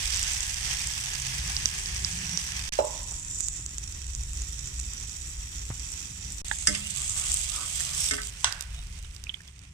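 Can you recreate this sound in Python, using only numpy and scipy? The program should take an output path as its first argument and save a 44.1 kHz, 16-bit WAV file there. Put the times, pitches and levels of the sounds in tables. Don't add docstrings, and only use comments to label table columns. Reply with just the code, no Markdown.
import sys
import numpy as np
from scipy import signal
from scipy.fft import rfft, irfft, next_fast_len
from scipy.io import wavfile

SR = 44100
rng = np.random.default_rng(int(sys.argv[2]) if len(sys.argv) > 2 else 0)


def log_audio(samples):
    frames = np.atleast_2d(samples).T
    limited = np.clip(frames, -1, 1)
    pcm = np.round(limited * 32767).astype(np.int16)
    wavfile.write(sys.argv[1], SR, pcm)


def gain_from_db(level_db):
    decades = np.asarray(level_db, float) / 20
    return 10 ** decades


N = 429093

# time in seconds, sizzle level in dB,
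# gain of the bright band from 6.3 to 8.2 kHz in dB.
FRYING = [(0, -28, -5.5), (0.5, -31.5, -3), (1.3, -32, -5), (2.1, -35, 0), (2.4, -34, -3), (2.7, -34.5, -6),
          (3.0, -34.5, -7), (3.45, -39.5, 8), (3.75, -38.5, -4), (4.3, -36.5, -7.5), (5.8, -35.5, -8),
          (6.4, -35.5, -7.5), (6.6, -39.5, 7.5), (6.88, -33.5, -4.5), (7.1, -34, 5.5), (7.32, -28, -1),
          (7.5, -31.5, -3.5), (7.9, -29, -8), (8.06, -24, -7), (8.2, -37.5, -6.5), (8.45, -39, 12.5),
          (8.6, -43, 3), (9.38, -52.5, 7), (9.45, -53, 5.5), (9.73, -59, 11)]
# frequency in Hz, relative level in dB per Hz.
SIZZLE_SPECTRA = [
    [(150, -13), (250, -17), (330, -23.5), (373, -17.5), (597, -19.5), (788, -12), (1420, -13.5),
     (1670, -4.5), (2400, -6), (3150, -5.5), (4190, -11), (5830, -0.5), (7700, 1), (9170, -8),
     (10500, -20.5), (14400, -21), (16000, -29)],
    [(150, -20), (250, -8.5), (662, -23.5), (775, -20), (1700, -17), (1850, -13.5), (2280, -18.5),
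     (2580, -14), (2850, -19), (3130, -15.5), (3450, -17), (3700, -16.5), (4120, -22), (4900, -20),
     (5900, -6.5), (6400, -12), (6670, -5), (6930, -0.5), (7310, 0), (8000, -5), (8400, -12.5), (9400, -19),
     (10200, -28), (14700, -32), (16000, -40)],
    [(150, -53), (250, -29.5), (421, -34), (597, -27), (816, -28), (1140, -28), (1470, -25.5), (3280, -8),
     (4340, -8), (6360, 5.5), (7570, 12), (8850, 4.5), (10700, -12.5), (14400, -12.5), (16000, -29)],
    [(150, -24), (250, -14.5), (698, -14.5), (1640, -9.5), (1880, -6.5), (3010, 0.5), (4410, -1.5),
     (5630, 6), (6360, 4), (8700, 5), (11100, -9), (14900, -6), (16000, -47)],
]
# frequency in Hz, left minus right in dB.
SIZZLE_LEANS = [
    [(60, -7), (99, -20), (160, 5), (270, -7), (450, 1.5), (740, -1), (1220, 0.5), (2010, -4), (3330, -12),
     (5500, -12.5), (9080, -1.5), (15000, -3.5)],
    [(60, -4), (99, 0.0), (160, 7), (270, -6.5), (450, -3), (740, -2.5), (1220, -5), (2010, -6),
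     (3330, -10), (5500, -16.5), (9080, -4.5), (15000, -0.5)],
    [(60, 2), (99, 3), (160, 18), (270, -4), (450, 1), (740, 7.5), (1220, -5), (2010, 4), (3330, -12),
     (5500, -7.5), (9080, -7.5), (15000, -1)],
    [(60, -5), (110, -12), (200, 7), (380, -5), (700, -9.5), (1290, -9.5), (2380, -14.5), (4400, -20),
     (8120, -18.5), (15000, -7)],
]
# start in seconds, lower minus upper sizzle in dB,
# left minus right in dB.
SIZZLE_STAGES = [(0, -11.5, 2.5), (2.80, -19, 4), (6.446, -11, 1), (8.3, -3.5, 9.5)]
# time in seconds, relative level in dB, pitch in Hz, left minus right in dB.
LOUD_BUBBLES = [(0.145, -13, 6260, -5.5), (0.1612, -12, 7500, 5), (0.1722, -12, 7600, -5),
                (0.229, -8.5, 7450, -1), (0.318, -17, 7400, -14), (0.3347, -13, 7500, -9),
                (0.378, -20, 7000, -5), (0.406, -10, 6950, -4), (0.435, -16, 7400, -6),
                (0.7392, -22, 7250, 1), (0.872, -11, 7900, -3), (1.1396, -21, 6800, -9),
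                (1.2, -20, 6700, -13), (1.22, -17, 6500, -6), (1.5662, -14, 5240, -13),
                (1.657, -12, 6000, -29), (1.859, -17, 5360, -4), (1.963, -17, 5570, 2),
                (2.0474, -8.5, 5400, -6), (2.3743, -10, 5900, -12), (2.8517, -16, 7920, 3),
                (3.032, -19.5, 8000, -2), (3.1104, -19, 7280, -9), (3.1224, -18, 7930, -3),
                (3.1855, -26, 7350, -7), (3.197, -21, 7700, -9), (3.3104, -26, 7470, -9),
                (3.3658, -25, 7070, -11), (3.3876, -20, 7610, -8), (3.4061, -8.5, 7560, -10),
                (3.466, -21, 7430, -7), (3.4844, -10, 7300, -13), (3.6626, -14, 7040, -7),
                (3.7826, -14.5, 7100, -11), (4.15, -15, 6800, -7), (4.235, -20, 7140, -4.0),
                (4.333, -20, 7300, -2), (4.4193, -15, 7100, -6), (4.592, -25, 6000, -1),
                (4.658, -21, 7300, -2), (4.673, -20, 6800, -4), (4.785, -21, 7360, 6),
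                (4.799, -14, 7200, -4), (4.882, -27, 7000, -1.5), (4.935, -17, 7460, 1),
                (5.027, -24, 7000, -4), (5.095, -23, 6450, -14), (5.919, -18.5, 8400, 7),
                (6.322, -17, 8000, -5), (6.484, -27, 7160, -18), (6.5866, -16.5, 7400, -6),
                (6.87, -20, 7900, -12), (6.901, -24, 7240, -10), (6.985, -18, 7400, -11),
                (7.0188, -12, 7900, 2), (7.095, -12.5, 7260, 2), (7.2838, -25, 7950, 1.0),
                (7.318, -11, 7550, 16), (7.342, -2, 8300, 3), (7.8055, -14.5, 7500, -12),
                (8.0605, -25, 6000, -18), (8.063, -24, 5500, -6), (8.077, -21, 5300, -6),
                (8.218, -19.5, 7600, -13), (8.233, -22, 5000, -6), (8.2716, -18, 7850, -2),
                (8.5246, -16, 5130, -11.5), (8.609, -14.5, 8200, -14.5), (8.6237, -24, 7560, -20),
                (8.8696, -32, 5690, -8.5), (8.9566, -40, 5710, -19), (9.0269, -31, 7300, -11.5),
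                (9.149, -32, 8400, -14), (9.1638, -34.5, 5070, -21), (9.239, -24, 5970, -12.5),
                (9.3403, -33, 8680, -9.5), (9.4185, -36, 7850, -8.5), (9.478, -31, 5900, -6.5),
                (9.592, -42, 5630, -27)]
# frequency in Hz, relative level in dB per Hz.
SNAP_SPECTRUM = [(700, -60), (1600, -29), (3000, -16), (4900, -15), (6000, -7), (7300, -8), (8600, -8),
                 (10200, -20), (14700, -24), (16500, -36)]
# time in seconds, level in dB.
RUMBLE_LEVEL = [(0, -38), (.5, -41), (1.3, -46.5), (1.7, -40.5), (2.3, -51), (2.75, -41), (3.3, -46),
                (3.7, -44), (4.0, -37), (4.4, -37.5), (5.1, -40.5), (5.5, -40), (6.1, -44.5), (6.4, -40.5),
                (6.9, -54), (7.3, -38), (7.7, -44.5), (8.45, -46.5), (8.75, -39), (9.28, -42), (9.4, -54),
                (9.73, -53)]
# frequency in Hz, relative level in dB.
RUMBLE_SPECTRUM = [(11, -58), (18, -2), (49, 9.5), (64, 10), (78, 1), (97, -3), (186, -12), (232, -26.5),
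                   (293, -22.5), (329, -36), (400, -26.5), (520, -83), (880, -120)]
# middle in seconds, rise in dB, half length in seconds.
RUMBLE_SWELLS = [(1.2, 4.3, 0.96), (2.3, 5.3, 0.52), (6.75, 2.6, 0.23), (7.67, 3.9, 0.031),
                 (8.9, 3.4, 0.076)]
# middle in seconds, half length in seconds, pitch in Hz, level in dB,
# decay time (t60) of the band in seconds.
FAR_DRONES = [(1.1, 0.38, 132, -46.5, 0.19), (2.3, 0.27, 180, -45, 0.098), (2.01, 0.33, 385, -64, 0.061),
              (4.34, 0.42, 134.4, -52.5, 0.28), (7.9, 0.33, 136, -52.5, 0.15)]
# middle in seconds, half length in seconds, pitch in Hz, level in dB,
# decay time (t60) of the band in seconds.
STEAM_JETS = [(2.35, 0.16, 5780, -41.5, 0.0062), (8.05, 0.066, 5500, -39, .004)]
# time in seconds, relative level in dB, pitch in Hz,
# decay time (t60) in cycles, left minus right in dB.
CLOSE_TICKS = [(2.249, -28, 2600, 5.3, -15.5), (6.512, -24, 1754, 14, -27.5), (6.514, -17, 1800, 6.2, -6),
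               (6.513, -14.5, 880, 2.3, -10), (6.514, -19.5, 3630, 3.8, -16), (9.045, -52, 3700, 31, -24),
               (9.047, -47, 3070, 20, -24), (9.047, -43, 1600, 8, -10), (9.268, -32, 2520, 15, -13),
               (9.293, -28, 3270, 23, -22.5), (9.298, -27, 3080, 22, -7), (9.34, -39, 2210, 23, -12),
               (9.342, -31.5, 3290, 24, -22), (7.805, -33.5, 1830, 19, -12), (9.404, -39.5, 1790, 17, -4),
               (9.483, -44, 3400, 30, -10)]
# stop in seconds, resumption in seconds.
BREAKS = [(2.692, 2.722), (6.417, 6.446)]
# time in seconds, relative level in dB.
COUNTER_TOUCHES = [(2.788, -9), (2.797, -16.5), (2.811, -20), (2.823, -28), (2.843, -23)]
# frequency in Hz, relative level in dB, decay time (t60) in seconds.
COUNTER_MODES = [(420, -40, 0.104), (520, -23, .12), (570, -13, 0.17), (585, -9, 0.13), (612, 1, 0.08),
                 (670, -8, 0.12), (735, -7, 0.083), (790, -22, 0.097), (858, -2, 0.1), (908, -19, 0.2),
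                 (980, -32, 0.21), (1090, -26, .1), (1300, -39, .02), (1910, -30, 0.013), (2730, -17, .05),
                 (4005, -22, 0.05), (5200, -16, 0.045), (5500, -22, 0.05)]
# frequency in Hz, relative level in dB per Hz.
SHIVER_SPECTRUM = [(250, -30), (450, -10), (620, -5), (800, -8), (1000, 7), (1150, -11), (1400, -33),
                   (3000, -70)]
# time in seconds, relative level in dB, swing in Hz, decay time (t60) in seconds.
FINGER_TAPS = [(3.119, -35.5, 600, 0.0027), (3.595, -43, 280, 0.014), (5.7033, -26.5, 111, 0.12)]
# time in seconds, relative level in dB, centre in Hz, reach in octaves,
# decay time (t60) of the contact in seconds.
TONG_KNOCKS = [(6.671, -21, 1800, .5, 0.034), (6.6715, -15, 5670, 0.63, 0.012),
               (6.682, -25.5, 5200, 0.24, .05), (6.68, -28, 2000, 2.6, 0.031), (6.683, -26, 210, 0.6, 0.37),
               (6.747, -23, 2750, 0.28, 0.025), (6.749, -30.5, 4000, 1.3, .03), (6.685, -28, 600, .3, .1),
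               (6.77, -51, 4500, 0.99, 0.024), (8.109, -22, 1830, .5, 0.05), (8.11, -25, 3500, .22, 0.028),
               (8.1105, -24.5, 5500, 0.54, .02), (8.112, -21, 382, 0.46, 0.14),
               (8.135, -31, 2100, 2.5, 0.056), (8.181, -26.5, 1500, 0.5, 0.04), (8.203, -37, 1500, .6, .02)]
# frequency in Hz, relative level in dB, decay time (t60) in seconds.
PAN_MODES = [(206.4, -10.5, 0.63), (251.5, -12.5, 0.23), (288, -15.5, 0.16), (347, -22, 0.07),
             (417, -15.5, 0.34), (608, -11.5, 0.25), (800, -18, 0.051), (1172, -21, 0.13),
             (1310, -12, 0.077), (1525, -10.5, 0.11), (1600, -14, 0.066), (1770, -7, 0.06),
             (1950, -7, 0.083), (2100, -6, 0.12), (2280, -17, 0.054), (2710, -12, 0.0088),
             (2690, -14, 0.055), (2830, -11, 0.056), (3020, -5.5, 0.049), (3320, -9, 0.044),
             (3630, -9, 0.05), (4640, -15, 0.02), (4900, 3, 0.03), (5206, -4.5, 0.04), (5400, -5.5, .04),
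             (5780, -12, 0.083), (6225, -4.5, 0.027), (6340, -1, 0.027), (7560, 5, 0.025), (7850, -8, .05),
             (8200, 6, 0.0043), (8880, 5, 0.03), (9600, 5, 0.011)]
# middle in seconds, relative level in dB, half length in seconds.
TONG_SCRAPES = [(6.758, -46, 0.046), (6.996, -50, 0.04), (7.21, -45.5, 0.11), (7.595, -38.5, 0.073),
                (7.937, -46.5, 0.16)]
# middle in seconds, half length in seconds, pitch in Hz,
# relative level in dB, decay time (t60) of the band in seconds.
SLIDING_RUBS = [(6.832, .015, 2700, -43, .015), (6.862, .018, 2800, -39, .01), (8.76, .05, 3760, -54, .025),
                (8.78, .04, 3000, -57, .012), (8.775, .03, 720, -66, .025)]
# time in seconds, clack drive in dB, clack decay time (t60) in seconds,
# rasp drive in dB, rasp decay time (t60) in seconds.
PLATE_CONTACTS = [(8.444, 16, 0.0083, 17, 0.15), (8.468, -15, .02, 9, 0.15), (8.506, -16, .01, 8, 0.65)]
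# frequency in Hz, relative level in dB per Hz.
CLACK_SPECTRUM = [(240, -50), (400, -41), (1010, 1.5), (2320, -17), (3500, 4.5), (4670, -7.5), (5950, 0),
                  (7130, -12), (7930, -3), (9520, -10), (10100, -36), (13700, -35), (15000, -47)]
RASP_SPECTRUM = [(240, -61), (400, -40), (584, -16), (1360, -7.5), (1530, -0.5), (2450, -14), (3300, -15),
                 (5210, -13), (6580, -31), (9000, -30), (11700, -52), (19800, -120)]
# frequency in Hz, relative level in dB, decay time (t60) in seconds.
PLATE_MODES = [(1165, -51, 0.048), (1540, -68, .05), (1670, -56, 0.08), (2110, -63, 0.054),
               (2770, -48, 0.065), (3270, -52, .02), (3430, -43, 0.027), (3580, -39, .02), (4450, -45, .04),
               (5050, -41, 0.036), (5840, -44, 0.075), (7850, -46, 0.042)]

SIZZLE_LAG_S, HIT_LAG_S = 0.00019, 0.00075
CONTACT_SIDE_DB = -6


def rms_one(x):
    return x / np.sqrt(np.mean(x ** 2) + 1e-20)


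def in_time(rows):
    s, *columns = np.transpose(rows)
    return [np.interp(np.arange(N) / SR, s, column) for column in columns]


def bump(middle_s, half_s):
    return np.exp(-((np.arange(N) / SR - middle_s) / half_s) ** 2)


def colour(x, points):
    hz, level_db = np.transpose(points)
    size = next_fast_len(N)
    grid_hz = np.maximum(np.arange(size // 2 + 1) * SR / size, 1)
    gain_db = np.interp(np.log(grid_hz), np.log(np.maximum(hz, 1)), level_db)
    return irfft(rfft(x, size) * gain_from_db(gain_db), size)[..., :N]


def split(x, hz):
    return [signal.sosfilt(signal.butter(4, hz, kind, fs=SR, output="sos"), x) for kind in ("low", "high")]


def drift(rate_hz):
    r = np.exp(-80 * np.pi * rate_hz / SR)
    noise = rng.standard_normal(N // 40 + 2002)
    slow = signal.lfilter([1], [1, -2 * r, r * r], noise)[2000:]
    return np.interp(np.arange(N) / 40, np.arange(len(slow)), rms_one(slow))


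def ring(drive, hz, t60):
    r, w = gain_from_db(-60 / (t60 * SR)), 2 * np.pi * hz / SR
    return signal.lfilter([0, np.sin(w)], [1, -2 * r * np.cos(w), r * r], drive + 1e-18)


def clicks(s, level_db, side_db=0, size=N):
    out = np.zeros((2, size))
    out[:, np.round(s * SR).astype(int)] = gain_from_db(level_db + np.outer([.5, -.5], side_db + 0 * s))
    return out


def chatter(s, level_db, side_db, t60, size=N):
    alike = 0.19
    r, noise = gain_from_db(-60 / (t60 * SR)), rng.standard_normal((3, size))
    rough = np.sqrt(alike) * noise[0] + np.sqrt(1 - alike) * noise[1:]
    touches = clicks(s, level_db, side_db, size=size)
    return signal.lfilter([np.sqrt(1 - r * r)], [1, -r], touches) * rough


def blow(s, level_db, side_db, t60, size=N):
    first = 0.9 * clicks(s, level_db, side_db, size=size)
    return first + 0.8 * chatter(s, level_db, side_db, t60, size=size)


def space(x, t60, level_db, gap_s, lag_s):
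    t = np.arange(SR // 2) / SR
    tail = rng.standard_normal((2, SR // 2)) * gain_from_db(-60 * t / t60) * (t > gap_s)
    tail = gain_from_db(level_db) * tail / np.sqrt(np.sum(tail ** 2, axis=1, keepdims=True))
    direct = np.stack([x[0], np.roll(x[1], round(lag_s * SR))])
    return direct + signal.fftconvolve(x, tail, axes=1)[:, :N]


def narrow(rows, side_db):
    mono = np.zeros(N)
    for s, half_s, hz, level_db, t60 in rows:
        band = ring(ring(rng.standard_normal(N), hz, t60), hz, t60)
        mono += gain_from_db(level_db) * bump(s, half_s) * rms_one(band)
    late = np.roll(mono, round(SIZZLE_LAG_S * SR))
    return np.stack([gain_from_db(side_db / 2) * mono, gain_from_db(-side_db / 2) * late])


def bursts(per_s, spread_db, clump_db):
    sizes = gain_from_db(spread_db * np.minimum(rng.exponential(1, N), 3.9)) * rng.choice([-1, 1], N)
    leans_db = 8.4 * np.clip(rng.standard_normal(N), -1.4, 1.4)
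    chance = per_s * gain_from_db(clump_db * drift(14)) / SR
    born = sizes * (rng.random(N) < chance)
    spots = born * gain_from_db(np.outer([1, -1], leans_db))
    pitch, out = rng.integers(0, 12, N), np.zeros((2, N))
    for k, hz in enumerate(np.geomspace(600, 14000, 12)):
        out += hz ** 1.25 * ring(spots * (pitch == k), hz, 2.3 / hz)
    return rms_one(out)


def fine_hiss():
    alike = 0.28
    noise = rng.standard_normal((3, N))
    common = np.stack([noise[0], np.roll(noise[0], round(SIZZLE_LAG_S * SR))])
    return gain_from_db(-2.0 + 1.17 * drift(14.6)) * (np.sqrt(alike) * common + np.sqrt(1 - alike) * noise[1:])


def sizzle():
    high_db, bright_db = in_time(FRYING)
    from_s, lower_db, stage_side_db = np.transpose(SIZZLE_STAGES)
    blips = bursts(6000, 3.26, 2.5)
    spot = np.repeat(rng.integers(0, 6, N // 128 + 1), 128)[:N]
    echoed = sum(space(blips * (spot == k), 0.012, -1, 0.00051, SIZZLE_LAG_S) for k in range(6))
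    below, above = split(echoed, 4500)
    raw = gain_from_db(-5) * below + above + fine_hiss()
    dark, bright = split(raw, 6280)
    bright, air = split(bright, 8150)
    patchy_db, patchy_hz = 0.8, 7
    raw = gain_from_db(patchy_db * drift(patchy_hz)) * dark + air
    raw += gain_from_db(bright_db + patchy_db * drift(patchy_hz)) * bright
    stage = np.searchsorted(from_s[1:], np.arange(N) / SR)
    out = np.zeros((2, N))
    for k, (points, sides) in enumerate(zip(SIZZLE_SPECTRA, SIZZLE_LEANS)):
        leans = [[(hz, sign * db / 2) for hz, db in sides] for sign in (1, -1)]
        heard = np.stack([colour(colour(port, points), lean) for port, lean in zip(raw, leans)])
        low, high = (part / np.std(part[:, stage == k]) for part in split(heard, 2303))
        mean_db = np.mean(high_db[stage == k])
        low_db = mean_db + lower_db[k] + 0.51 * (high_db - mean_db)
        out += (stage == k) * (gain_from_db(low_db) * low + gain_from_db(high_db) * high)
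    side_db = stage_side_db[stage] + 1 * drift(1.5)
    return out * gain_from_db(np.outer([.5, -.5], side_db))


def rumble():
    waver_db, waver_hz = 2, 1.94
    low_db, = in_time(RUMBLE_LEVEL)
    high_db = -50 + sum(db * bump(s, half_s) for s, db, half_s in RUMBLE_SWELLS)
    high_db = high_db - 2 * (np.arange(N) / SR > 9.3)
    mid, side = rng.standard_normal((2, N))
    low, high = split(colour(mid + np.outer([.05, -.05], side), RUMBLE_SPECTRUM), 89.0)
    low_db = low_db + waver_db * drift(waver_hz)
    high_db = high_db + waver_db * drift(waver_hz)
    return gain_from_db(low_db) * rms_one(low) + gain_from_db(high_db) * rms_one(high)


def pops():
    s, level_db, _, side_db = np.transpose(LOUD_BUBBLES)
    bare = s > 8.2
    out = np.zeros((2, N))
    for on, snap_db, spectrum in ((~bare, -20, SNAP_SPECTRUM), (bare, 3, SIZZLE_SPECTRA[3])):
        out += colour(clicks(s[on], level_db[on] + snap_db, side_db[on]), spectrum)
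    for (start_s, pop_db, hz, lean_db), blip_db in zip(LOUD_BUBBLES, np.where(bare, -11, -8)):
        i, t60 = round(start_s * SR), 9 / hz
        click = clicks(np.zeros(1), pop_db + blip_db, lean_db, size=300)
        out[:, i:i + 300] += ring(ring(click, hz, t60), hz, t60)
    return space(out, 0.008, -5, 0.00081, 0.00013)


def drones():
    return narrow(FAR_DRONES, side_db=0.5)


def jets():
    return narrow(STEAM_JETS, side_db=-13)


def ticks():
    out = np.zeros((2, N))
    for s, level_db, hz, cycles, side_db in CLOSE_TICKS:
        i = round(s * SR)
        click = clicks(np.zeros(1), level_db - 16.5, side_db, size=4000)
        body = ring(click, hz, cycles / hz)
        out[:, i:i + 4000] += ring(body, hz, 14.4 / hz) * hz / 3000
    return space(out, 0.08, -12, 0.00227, HIT_LAG_S)


def counter():
    s, level_db = np.transpose(COUNTER_TOUCHES)
    side_db = -4.5
    rough = chatter(s, np.zeros(len(s)), side_db, 0.029)
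    touch = np.maximum(np.searchsorted(s, np.arange(N) / SR + .001) - 1, 0)
    luck_db = rng.normal(0, 3, (len(s), len(COUNTER_MODES)))
    rings = np.zeros((2, N))
    for (hz, mode_db, t60), luck in zip(COUNTER_MODES, luck_db.T):
        drive_db = level_db - 9.0 + mode_db + luck
        rings += ring(rough * gain_from_db(drive_db)[touch], hz, t60)
    shiver = colour(chatter(s[:1], 12, side_db, 0.93), SHIVER_SPECTRUM)
    above = split(rings, 300)[1]
    return space(above, 0.53, -11.0, 0.0035, HIT_LAG_S) + shiver


def taps():
    out, t = np.zeros((2, N)), np.arange(4000) / SR
    for s, level_db, hz, t60 in FINGER_TAPS:
        i = round(s * SR)
        out[:, i:i + 4000] += gain_from_db(level_db - 60 * t / t60) * np.cos(2 * np.pi * hz * t - 0.7)
        out[:, i - 4000:i] -= 0.27 * gain_from_db(level_db) * np.exp(-t[::-1] / 0.0033)
    rounded = split(out, 3400)[0]
    low, high = split(rounded, 920)
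    return low + space(high, 0.1, 6, 0.0044, 0)


def pan():
    strength = sum(gain_from_db(db - 19.5) * bump(s, half_s) for s, db, half_s in TONG_SCRAPES)
    grit = strength * ring(rng.standard_normal(N), 1160, 0.0073)
    scrape = sum(gain_from_db(mode_db - 29.0) * ring(grit, hz, t60) for hz, mode_db, t60 in PAN_MODES[5:])
    out = scrape * np.ones((2, 1))
    for s, level_db, centre_hz, octaves, contact_s in TONG_KNOCKS:
        i = round(s * SR)
        heard = out[:, i:i + SR // 2]
        rattle = blow(np.zeros(1), level_db, CONTACT_SIDE_DB, contact_s, size=SR // 2)
        heard += gain_from_db(-15.5) * ring(rattle, centre_hz, 4.9 / (octaves * centre_hz))
        luck_db = rng.normal(0, 0.94, len(PAN_MODES))
        shifts = 1 + 0.005 * rng.standard_normal(len(PAN_MODES))
        for (hz, mode_db, t60), luck, shift in zip(PAN_MODES, luck_db, shifts):
            near_db = -6 * (np.log2(hz / centre_hz) / octaves) ** 2
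            heard += np.sign(luck) * gain_from_db(mode_db + near_db + luck) * ring(rattle, hz * shift, t60)
    return out


def rubs():
    return narrow(SLIDING_RUBS, CONTACT_SIDE_DB)


def plate():
    clack, rasp = np.zeros((2, 2, N))
    for s, clack_db, clack_s, rasp_db, rasp_s in PLATE_CONTACTS:
        clack += chatter(np.array([s]), clack_db, CONTACT_SIDE_DB, clack_s)
        rasp += chatter(np.array([s]), rasp_db, CONTACT_SIDE_DB, rasp_s)
    rings = sum(gain_from_db(db) * ring(clack + gain_from_db(-9.0) * rasp, hz, t60) for hz, db, t60 in PLATE_MODES)
    return colour(clack, CLACK_SPECTRUM) + colour(rasp, RASP_SPECTRUM) + rings


def scene():
    hits = space(pan() + plate(), 0.23, -9, 0.0029, HIT_LAG_S)
    steady = sizzle() + rumble() + pops() + drones() + jets()
    return steady + ticks() + counter() + taps() + hits + rubs()


def top_cut(x):
    return signal.sosfilt(signal.butter(12, 16490, fs=SR, output="sos"), x)


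def record(dry):
    out = dry.copy()
    low = split(dry, 124)[0]
    for stop_s, resume_s in BREAKS:
        a, b = round(stop_s * SR), round(resume_s * SR)
        out[:, a:b] = low[:, a:a + 1] * np.linspace(1, 0, b - a)
    overload = 0.93
    rounded = overload * np.tanh(out / overload)
    mix = signal.sosfilt(signal.cheby2(10, 50, 16500, fs=SR, output="sos"), rounded)
    return top_cut(mix)


dry = scene()
out = record(dry)
log_audio(out)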